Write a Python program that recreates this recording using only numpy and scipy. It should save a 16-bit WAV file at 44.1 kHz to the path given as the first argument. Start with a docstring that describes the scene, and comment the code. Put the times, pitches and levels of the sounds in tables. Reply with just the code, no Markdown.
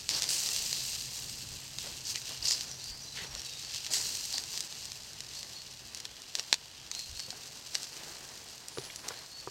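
"""Meat skewers over glowing charcoal

Juice drips on the coals close by: it spits, then boils away in a hiss of tiny bursts.
The skewers scrape and knock as they are turned, and near the end steam gives a thin,
wandering squeal. Behind the grill are far birds, puffs of wind and a low outdoor rumble."""
import sys
import numpy as np
from scipy import signal
from scipy.fft import rfft, irfft, next_fast_len
from scipy.io import wavfile
from scipy.ndimage import map_coordinates

SR = 44100
rng = np.random.default_rng(int(sys.argv[2]) if len(sys.argv) > 2 else 0)


def digitize_waveform(pressure):
    """Quantize a signal to 16-bit integers and store it at the path in sys.argv[1].

    Rows of a 2-D input are taken as channels; values are limited to [-1, 1].
    """
    field = np.atleast_2d(pressure).T
    bounded = np.clip(field, -1, 1)
    quanta = np.round(bounded * 32767).astype(np.int16)
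    wavfile.write(sys.argv[1], SR, quanta)


N = 418950
USUAL_BOIL_DB = -45  # bursts and spits grow or shrink as the boil goes above or below this

# Juice landing on the coals. Spray is the high part of its hiss, body the low part:
# (time [s], level [dB], rise [s], fade [dB/s], relative spray [dB], relative body [dB])
DRIPS = [(0.09, -35, .006, 33.5, -14, -0.5), (0.287, -34.5, 0.0055, 12, -5.5, -0.5),
         (0.54, -42, .03, 23, -11, 3), (0.72, -50, .04, 45, -24, 4), (1.783, -47.5, .005, 24, -6.5, 4.5),
         (2.05, -38.5, 0.026, 67, -11, -4.5), (2.24, -43, 0.036, 33, -24.5, 4.5),
         (2.42, -35, 0.073, 67, -21, -1.5), (3.12, -44, 0.075, 130, -28, 4),
         (3.3, -49.5, 0.044, 1.5, -24.5, 5), (3.56, -44.5, 0.2, 10, -21, 3),
         (3.903, -36.5, 0.023, 19, -9, -4), (4.33, -43, 0.034, 140.5, -20, -3),
         (4.5, -43.5, .03, 71.5, -13, -7), (4.78, -49.5, 0.041, 42, -18, -6),
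         (5.34, -46, 0.027, 48, -16, -6), (6.329, -45, 0.039, 75, -15, 1), (6.89, -49, 0.076, 6, -9, 1),
         (7.66, -47, .01, 150, -14, 0), (7.73, -47, .01, 45, -13, -2), (7.93, -53.5, 0.049, 12.5, -5, 1),
         (8.88, -56.5, 0.028, 12, -18, -2)]
# The simmer between drips: (time [s], level [dB], relative body [dB])
SIMMER = [(0, -47, 1.5), (1.6, -52.5, 6.5), (3, -50.5, -0.5), (5.1, -54.5, -14), (5.9, -58, -14),
          (6.7, -61.5, -4), (8.4, -56, -12), (9.5, -55, -3)]
def boiling():
    """Drips add to the simmer. Gives the boil's level, and its spray and body relative to it, in dB."""
    simmer_db, simmer_body_db = curves(SIMMER)
    simmer_spray_db = -11.5
    power = amp([simmer_db, simmer_db + simmer_spray_db, simmer_db + simmer_body_db]) ** 2
    for s, db, rise, fade, spray_db, body_db in DRIPS:
        shares = [1, amp(spray_db) ** 2, amp(body_db) ** 2]
        power = power + np.outer(shares, swell(s, db, rise, fade))
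    boil, spray, body = power
    return 10 * np.log10([boil, spray / boil, body / boil])


# Tone colour of frying, or how strong it is from low to high: (frequency [Hz], level [dB])
FRYING_COLOUR = [(600, -36), (1500, -21.5), (2300, -14), (2700, -6), (3500, -8), (4100, -0.5), (4700, 1),
                 (5500, -1), (6500, -3), (8500, -8.5), (10000, -22), (12000, -16), (16000, -29.5)]
# Tone colour of the fine spray: (frequency [Hz], level [dB])
SPRAY_COLOUR = [(4000, -35), (6500, 7.5), (8300, 6), (10000, -7.5), (12300, 0), (13600, -16), (15800, -6)]
def sizzle(boil_db, spray_db, body_db):
    """Boiling juice hisses and crackles; the harder it boils, the louder and denser the sound."""
    rate = 1650 * amp(0.45 * (boil_db - USUAL_BOIL_DB))  # bursts a second
    sputter = amp(boil_db + 1.27 * wobble(35) + 0.68 * wobble(150))
    frying = amp(-3) * noise(FRYING_COLOUR)
    frying += amp(-1.4) * bursts(FRYING_COLOUR, rate, spread_db=4.5, pitch_spread=0.067)
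    # The body is the hiss below 3900 Hz; a hot spot gives less of it.
    body = filtered(frying, lambda hz: 1 / (1 + (hz / 3900) ** 20))
    spray = amp(-2.5) * noise(SPRAY_COLOUR)
    spray += amp(-0.5) * bursts(SPRAY_COLOUR, rate, spread_db=7, pitch_spread=0.015)
    return sputter * (frying - body + amp(body_db) * body + amp(spray_db) * spray)


# Loud spits of fat and cracks of coal: (time [s], peak [dB], brightness [Hz], relative rattle [dB])
LOUD_POPS = [(0.0914, -8.5, 4930, -5.5), (0.222, -9.5, 5260, -17.5), (0.2322, -14, 5200, -11),
             (0.2403, -15, 5200, 0.5), (0.2905, -16, 5900, 2), (0.4896, -15, 5200, -5),
             (0.5631, -13, 5300, -1), (0.7292, -15.5, 4550, -5), (1.7856, -18, 4740, -2),
             (2.158, -15, 4700, -4), (2.4731, -16.5, 5240, -6.5), (2.5093, -12, 5300, 0),
             (2.5255, -13.5, 5700, -5), (2.6098, -16, 4870, -13), (3.351, -20.5, 4960, -4),
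             (3.7471, -18.5, 5400, -11), (3.8655, -17.5, 4670, -7), (3.9364, -16, 5570, 5.5),
             (4.3275, -17, 5560, -17), (4.3814, -14, 5000, -1.5), (4.5762, -16, 4870, -16.5),
             (4.6065, -13, 6000, -13), (4.855, -21.5, 6100, -8), (4.9189, -22, 4840, -3),
             (5.2059, -19.5, 5100, -6.5), (5.4305, -22, 4670, -6.5), (5.9478, -19.5, 5600, -8),
             (6.0018, -26.5, 5570, 2), (6.0533, -23, 4660, 2), (6.2198, -27, 5700, -4),
             (6.3533, -9.5, 4800, -14.5), (6.3879, -22, 4230, 2), (6.3958, -13.5, 4500, -1.5),
             (6.5282, -0.5, 4070, -6.5), (6.542, -9.5, 4800, -6), (6.9147, -19, 5000, 1),
             (6.9502, -19.5, 5100, -4), (6.993, -20, 5700, -1.5), (7.1954, -20, 4570, -3),
             (7.2016, -21, 4930, -1), (7.3051, -20.5, 5000, -3), (7.7473, -21, 5200, -7),
             (7.7529, -10.5, 4570, -4.5), (7.832, -20, 6000, -9.5), (8.684, -24, 7000, 2),
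             (8.7845, -21.5, 3950, -14), (8.9603, -21, 6000, -3.5), (9.0828, -22.5, 6100, 12),
             (9.087, -15.5, 6000, -7)]
# Tone colour of a pop's click: (frequency [Hz], level [dB])
CLICK_COLOUR = [(60, -30), (300, -18.5), (1000, -10), (1400, -14), (1800, -4.5), (2300, -6), (3000, -2),
                (4800, 5.5), (6500, 1), (8300, -4.5), (10000, -17), (12300, -18), (16000, -30)]
def pops(rows):
    """Each pop is one sharp click; those deep in the coals are duller and rattle briefly."""
    out = np.zeros(N)
    for s, db, bright_hz, rattle_db in rows:
        brightness = bright_hz / 4900
        tilt_db = 8 * np.log2(brightness)  # per octave: a bigger hollow gives a darker click
        colour = [(hz, level + tilt_db * np.log2(max(hz, 900) / bright_hz))
                  for hz, level in CLICK_COLOUR]
        rattle = signal.fftconvolve(echoes(0.0086, 0.5 + rattle_db, 0.02), echoes(0.063, -11, 0.08))
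        pop = signal.fftconvolve(click(colour, brightness ** 0.5), rattle)
        add(out, s, amp(db) * pop / np.abs(pop).max())
    return out


def spits(boil_db, tries=500):
    """Small pops come at random moments, more often and louder where the boil is hard."""
    moment, chance = rng.random((tries, 2)).T
    scatter = np.clip(rng.standard_normal((tries, 3)), -2, 2)
    at = (moment * N).astype(int)
    extra_boil_db = boil_db[at] - USUAL_BOIL_DB
    peak_db = -26 + 0.69 * extra_boil_db + 2.5 * scatter[:, 0]
    bright_hz = 5600 * np.exp(0.096 * scatter[:, 1])
    rattle_db = -8.5 + 4 * scatter[:, 2]
    per_second = 9 * amp(0.7 * extra_boil_db)
    rows = np.column_stack([at / SR, peak_db, bright_hz, rattle_db])
    return pops(rows[chance * tries < per_second * N / SR])


# Short hisses around one pitch, from spurts of steam and brief skewer scrapes:
# (time [s], length [s], pitch [Hz], width [Hz], level [dB])
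SHORT_HISSES = [(0.089, 0.11, 4870, 1500, -36), (0.288, 0.13, 8500, 1800, -41),
                (0.741, 0.15, 4530, 1190, -41), (2.048, 0.062, 5800, 2410, -42.5),
                (2.149, 0.031, 2600, 900, -41.5), (2.425, 0.0063, 4700, 700, -27),
                (2.45, 0.12, 4930, 895, -32), (2.472, 0.077, 6660, 1300, -34),
                (3.16, 0.12, 3430, 1600, -47), (3.168, 0.092, 1980, 500, -49),
                (3.909, 0.17, 1950, 600, -52), (3.906, 0.12, 4590, 900, -38.5),
                (3.907, 0.14, 7350, 1900, -38), (4.333, 0.078, 4530, 800, -39),
                (8.898, 0.012, 2710, 1200, -41)]
def short_hisses():
    """A spurt of steam or a brief scrape starts quickly, hisses around one pitch and dies away."""
    out, t = np.zeros(N), np.arange(SR // 4) / SR
    for s, length, hz, width_hz, db in SHORT_HISSES:
        loudness = (1 - np.exp(-t / 0.0029)) * np.clip(1 - (t / length) ** 3, 0, 1)
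        add(out, s, amp(db) * loudness * band(hz, width_hz, size=len(t)))
    return out * amp(3.5 * wobble(200))


# Skewers sliding and embers shifting: (time [s], level [dB], rise [s], fade [dB/s])
SCRAPES = [(0.09, -47.5, 0.052, 30), (1.83, -54, 0.026, 70), (2.28, -56.5, .03, 86),
           (2.42, -54, 0.068, 46.5), (3.12, -52.5, 0.12, 110), (3.3, -54.5, .04, 82.5),
           (3.89, -51.5, .03, 45), (4.33, -54, 0.028, 83), (4.52, -56.5, 0.019, 46),
           (6.35, -55.5, .04, 100), (7.27, -58, .02, 24), (7.73, -53, 0.021, 74),
           (7.92, -53.5, 0.024, 11.5), (8.78, -55, 0.02, 34), (9.03, -45.5, 0.058, 103)]
# Tone colour of the rustling coals: (frequency [Hz], level [dB])
EMBER_COLOUR = [(90, -12), (200, -2.5), (450, 3), (600, 2), (800, 2), (1050, 0.5), (1400, -2), (1900, 1),
                (2300, -3.5), (3100, -2), (4500, -2), (8000, -11.5), (15000, -20.5)]
def embers(boil_db):
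    """The coals give a dull, gritty rustle, stirred by the steam and the turning skewers."""
    resting, steam = amp(-59.5), amp(boil_db - 21)
    power = resting ** 2 + steam ** 2 + sum(swell(*scrape) for scrape in SCRAPES)
    grit = bursts(EMBER_COLOUR, rate=500, spread_db=4, pitch_spread=0.12)
    return np.sqrt(power) * amp(wobble(25)) * (amp(1) * noise(EMBER_COLOUR) + amp(-3) * grit)


# Skewers hitting the grill: (time [s], peak [dB], brightness [Hz], pitch [ratio])
KNOCKS = [(1.868, -38, 900, 1.46), (2.309, -39, 800, 1.24), (3.221, -39, 250, 1.2),
          (3.36, -38.5, 900, 1.46), (3.906, -39, 1200, 1.6), (4.343, -36.5, 1110, 1.95),
          (7.283, -39.5, 400, 1.32), (7.328, -36, 1100, 1.86), (8.07, -45, 160, 1.15),
          (8.774, -27.5, 2500, 1.16), (8.7841, -27.5, 344, 0.98), (9.107, -29, 2200, 1.16),
          (9.4743, -25, 1160, 0.97)]
# The tones the grill rings with: (pitch [Hz], level [dB], time to fade by 60 dB [s])
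GRILL_TONES = [(138, -8.5, 0.087), (400, 4.5, 0.043), (488, -5.5, 0.04), (804, 5, 0.015),
               (1000, 4.5, 0.028), (1205, 3, 0.031), (1620, -21, .02)]
def knocks():
    """A skewer lands on the rim. The spot sets the pitch; a softer touch leaves only the low tones."""
    out, t = np.zeros(N), np.arange(SR // 6) / SR
    for s, db, bright_hz, pitch in KNOCKS:
        ring = sum(amp(level + rng.normal(0, 3.9) - 60 * t / fade_s) * np.cos(2 * np.pi * hz * pitch * t)
                   for hz, level, fade_s in GRILL_TONES)
        knock = signal.lfilter(*signal.butter(2, bright_hz, fs=SR), ring)
        add(out, s, amp(db) * knock / np.abs(knock).max())
    return out


# The path of the steam's whistle: (time [s], pitch [Hz], level [dB])
SQUEAL = [(8.72, 8900, -63), (8.76, 9700, -53), (8.8, 9900, -52), (8.81, 9000, -57), (8.86, 9900, -53),
          (8.915, 11800, -61), (8.975, 9850, -58), (9.04, 11150, -66), (9.09, 9800, -68)]
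def squeal():
    """Steam escapes through a pinhole in the meat and whistles at an unsteady pitch."""
    hz, db = curves(SQUEAL)
    t = np.arange(N) / SR
    sounding = (t > SQUEAL[0][0]) & (t < SQUEAL[-1][0])
    return sounding * amp(db) * tone(hz * (1 + 0.0077 * wobble(700)))


# Notes of far birds:
# (time [s], length [s], held pitch [Hz], slide [share of pitch], flutter [share of pitch], level [dB])
BIRD_NOTES = [(2.69, 0.039, 5800, 0.23, .025, -39.5), (2.797, 0.16, 4600, -0.25, 0.042, -43.5),
              (3.01, 0.041, 5780, 0.19, .03, -44.5), (3.356, .06, 5600, 0.11, .035, -44),
              (3.425, 0.16, 3780, 0.16, 0.025, -48.5), (5.335, 0.085, 4400, -0.14, 0.0075, -42.5),
              (5.53, 0.08, 4390, -0.18, .008, -45), (6.094, 0.072, 3450, -.15, 0.02, -57),
              (6.567, .3, 3100, 0.028, 0.069, -63), (6.926, .13, 4260, -.15, 0.016, -39.5),
              (7.137, 0.13, 4420, -0.22, 0.0069, -44), (9.126, 0.13, 4290, -0.18, 0.0073, -51),
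              (9.311, .11, 4450, -0.087, 0.0045, -45.5)]
def birds():
    """Each note slides onto its pitch and flutters there; echoes from the surroundings blur it."""
    out, t = np.zeros(N), np.arange(SR // 2) / SR
    for s, length, hz, slide, flutter, db in BIRD_NOTES:
        progress = np.minimum(t / length, 1)
        pitch = hz * (1 + slide * np.exp(-8 * progress) + flutter * wobble(700, size=len(t)))
        note = tone(pitch) * np.abs(np.sin(np.pi * progress ** 1.1)) ** 0.32
        tremble = amp(2 * wobble(132, size=len(t)))
        add(out, s, amp(db - 2.5) * signal.fftconvolve(note * tremble, echoes(0.59, -1.8, 0.5)))
    return out


# Stretches of twittering: (start [s], end [s], middle pitch [Hz], level [dB])
TWITTER = [(2.65, 3.7, 4870, -49.5), (5.948, 6.9, 3605, -61)]
def twitter():
    """Small birds farther off scatter short chirps up and down, half lost in their echo."""
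    out, progress = np.zeros(N), np.linspace(0, 1, SR // 25)
    for start, end, hz, db in TWITTER:
        for s in np.arange(start, end, 0.06):
            delay, height, glide = rng.uniform(-1, 1, 3)
            pitch = hz * np.exp(0.22 * height + 0.153 * glide * progress)
            add(out, s + 0.028 * delay, amp(db) * np.sin(np.pi * progress) * tone(pitch))
    return signal.oaconvolve(out, echoes(0.33, 1, 0.5))[:N]


# How loud the outdoor rumble is: (time [s], level [dB])
RUMBLE_LEVELS = [(0, -59.5), (1.5, -56), (2.6, -59), (4.2, -60.5), (7, -64.5), (9.5, -65.5)]
# Tone colour of the rumble: (frequency [Hz], level [dB])
RUMBLE_COLOUR = [(15, -15), (30, -8), (55, -0.5), (95, 0), (150, -3), (220, -7.5), (400, -18.5),
                 (1000, -45)]
# Puffs of wind: (time of the peak [s], level [dB])
WIND_PUFFS = [(.62, -57), (1.53, -54), (2.44, -53), (2.91, -50), (3.36, -55), (7.13, -51.5)]
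def outdoors():
    """A low rumble with a fuzzy, far drone in it, and soft puffs of wind."""
    rumble_db, = curves(RUMBLE_LEVELS)
    t = np.arange(N) / SR
    drone = amp(-4) * band(hz=131.3, width_hz=17)
    rumble = amp(2 * wobble(7)) * noise(RUMBLE_COLOUR)
    puffs = sum(amp(db) * np.exp(-((t - s) / 0.053) ** 2) for s, db in WIND_PUFFS)
    return amp(rumble_db) * (rumble + drone) + puffs * band(hz=62, width_hz=53)


def amp(db):
    """Turn decibels into a number to multiply a sound by."""
    return 10 ** (np.asarray(db) / 20)


def unit(x):
    """Scale a sound to an average strength (rms) of 1."""
    return x / np.sqrt(np.mean(x ** 2) + 1e-20)


def level_at(colour, hz):
    """Look up a tone colour's level in dB at any frequency."""
    frequencies, levels = np.transpose(colour)
    return np.interp(np.log(hz + 1), np.log(frequencies), levels)


def curves(rows):
    """Join a table's rows with straight lines: one curve for each column after the time."""
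    s, *columns = np.transpose(rows)
    return [np.interp(np.arange(N) / SR, s, column) for column in columns]


def swell(s, db, rise, fade_db_per_s):
    """The power of a sound that rises to its level, then fades steadily."""
    age = np.maximum(np.arange(N) / SR - s, 0)
    return np.minimum(age / rise, 1) * amp(db - fade_db_per_s * np.maximum(age - rise, 0)) ** 2


def wobble(rate, size=N):
    """A smooth curve through `rate` random values a second."""
    values = rng.standard_normal(int(size * rate / SR) + 4)
    return map_coordinates(values, [np.arange(size) * rate / SR])


def add(track, s, sound):
    """Mix a sound into the track, starting at s seconds."""
    part = track[max(round(s * SR), 0):][:len(sound)]
    part += sound[:len(part)]


def filtered(x, gain):
    """Turn each frequency of a sound up or down by gain(hz)."""
    size = next_fast_len(N + SR // 2)
    return irfft(rfft(x, size) * gain(np.fft.rfftfreq(size, 1 / SR)), size)[:N]


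def tone(hz):
    """A pure tone that follows a changing pitch."""
    return np.sin(2 * np.pi * np.cumsum(hz) / SR)


def noise(colour):
    """Steady noise with the given tone colour."""
    return unit(filtered(rng.standard_normal(N), lambda hz: amp(level_at(colour, hz))))


def band(hz, width_hz, size=N):
    """Steady noise around one pitch."""
    detune = 2 * (np.fft.rfftfreq(size, 1 / SR) - hz) / width_hz
    return unit(irfft(rfft(rng.standard_normal(size)) / np.sqrt(1 + detune ** 4), size))


def click(colour, shift=1, size=512):
    """The sharpest click with this tone colour, its pitch multiplied by `shift`."""
    log_gain = level_at(colour, np.fft.rfftfreq(size, 1 / SR) / shift) * np.log(10) / 20
    one_sided = 2 * irfft(log_gain)[:size // 2]  # packs the energy at the start of the click
    return irfft(np.exp(rfft(one_sided, size)))


def echoes(fade_s, echo_db, length_s):
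    """The direct sound, then a wash of echoes that drops 60 dB in fade_s."""
    t = np.arange(int(length_s * SR)) / SR
    tail = rng.standard_normal(len(t)) * amp(-60 * t / fade_s) * (1 - np.exp(-t / 0.00034))
    return (t == 0) + amp(echo_db) * tail / np.linalg.norm(tail)


def bursts(colour, rate, spread_db, pitch_spread, spot_count=6):
    """A crackle of tiny bursts, mostly weak, from spots that each have their own pitch and echo."""
    out = np.zeros(N)
    sizes = amp(spread_db * np.minimum(rng.exponential(size=N), 4)) * rng.choice([-1, 1], N)
    hits = sizes * (rng.random(N) < rate / SR)
    spots = rng.integers(spot_count, size=N)
    for spot, place in enumerate(np.linspace(-1, 1, spot_count)):
        shift = np.exp(pitch_spread * place)
        burst = signal.fftconvolve(click(colour, shift), echoes(0.0094, -1.6, 0.02))
        out += signal.oaconvolve(hits * (spots == spot), burst / np.linalg.norm(burst))[:N]
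    return unit(out / np.sqrt(rate))


def scene():
    """The grill in front and the outdoors behind, in one channel."""
    boil_db, spray_db, body_db = boiling()
    behind = birds() + twitter() + outdoors()
    grill = sizzle(boil_db, spray_db, body_db) + short_hisses() + embers(boil_db) + knocks() + squeal()
    popping = pops(LOUD_POPS) + spits(boil_db)
    return (grill + popping + behind)[None]


def record(dry):
    """Cut away the very highest treble."""
    return filtered(dry[0], lambda hz: hz < 15900)[None]


dry = scene()
out = record(dry)
digitize_waveform(out)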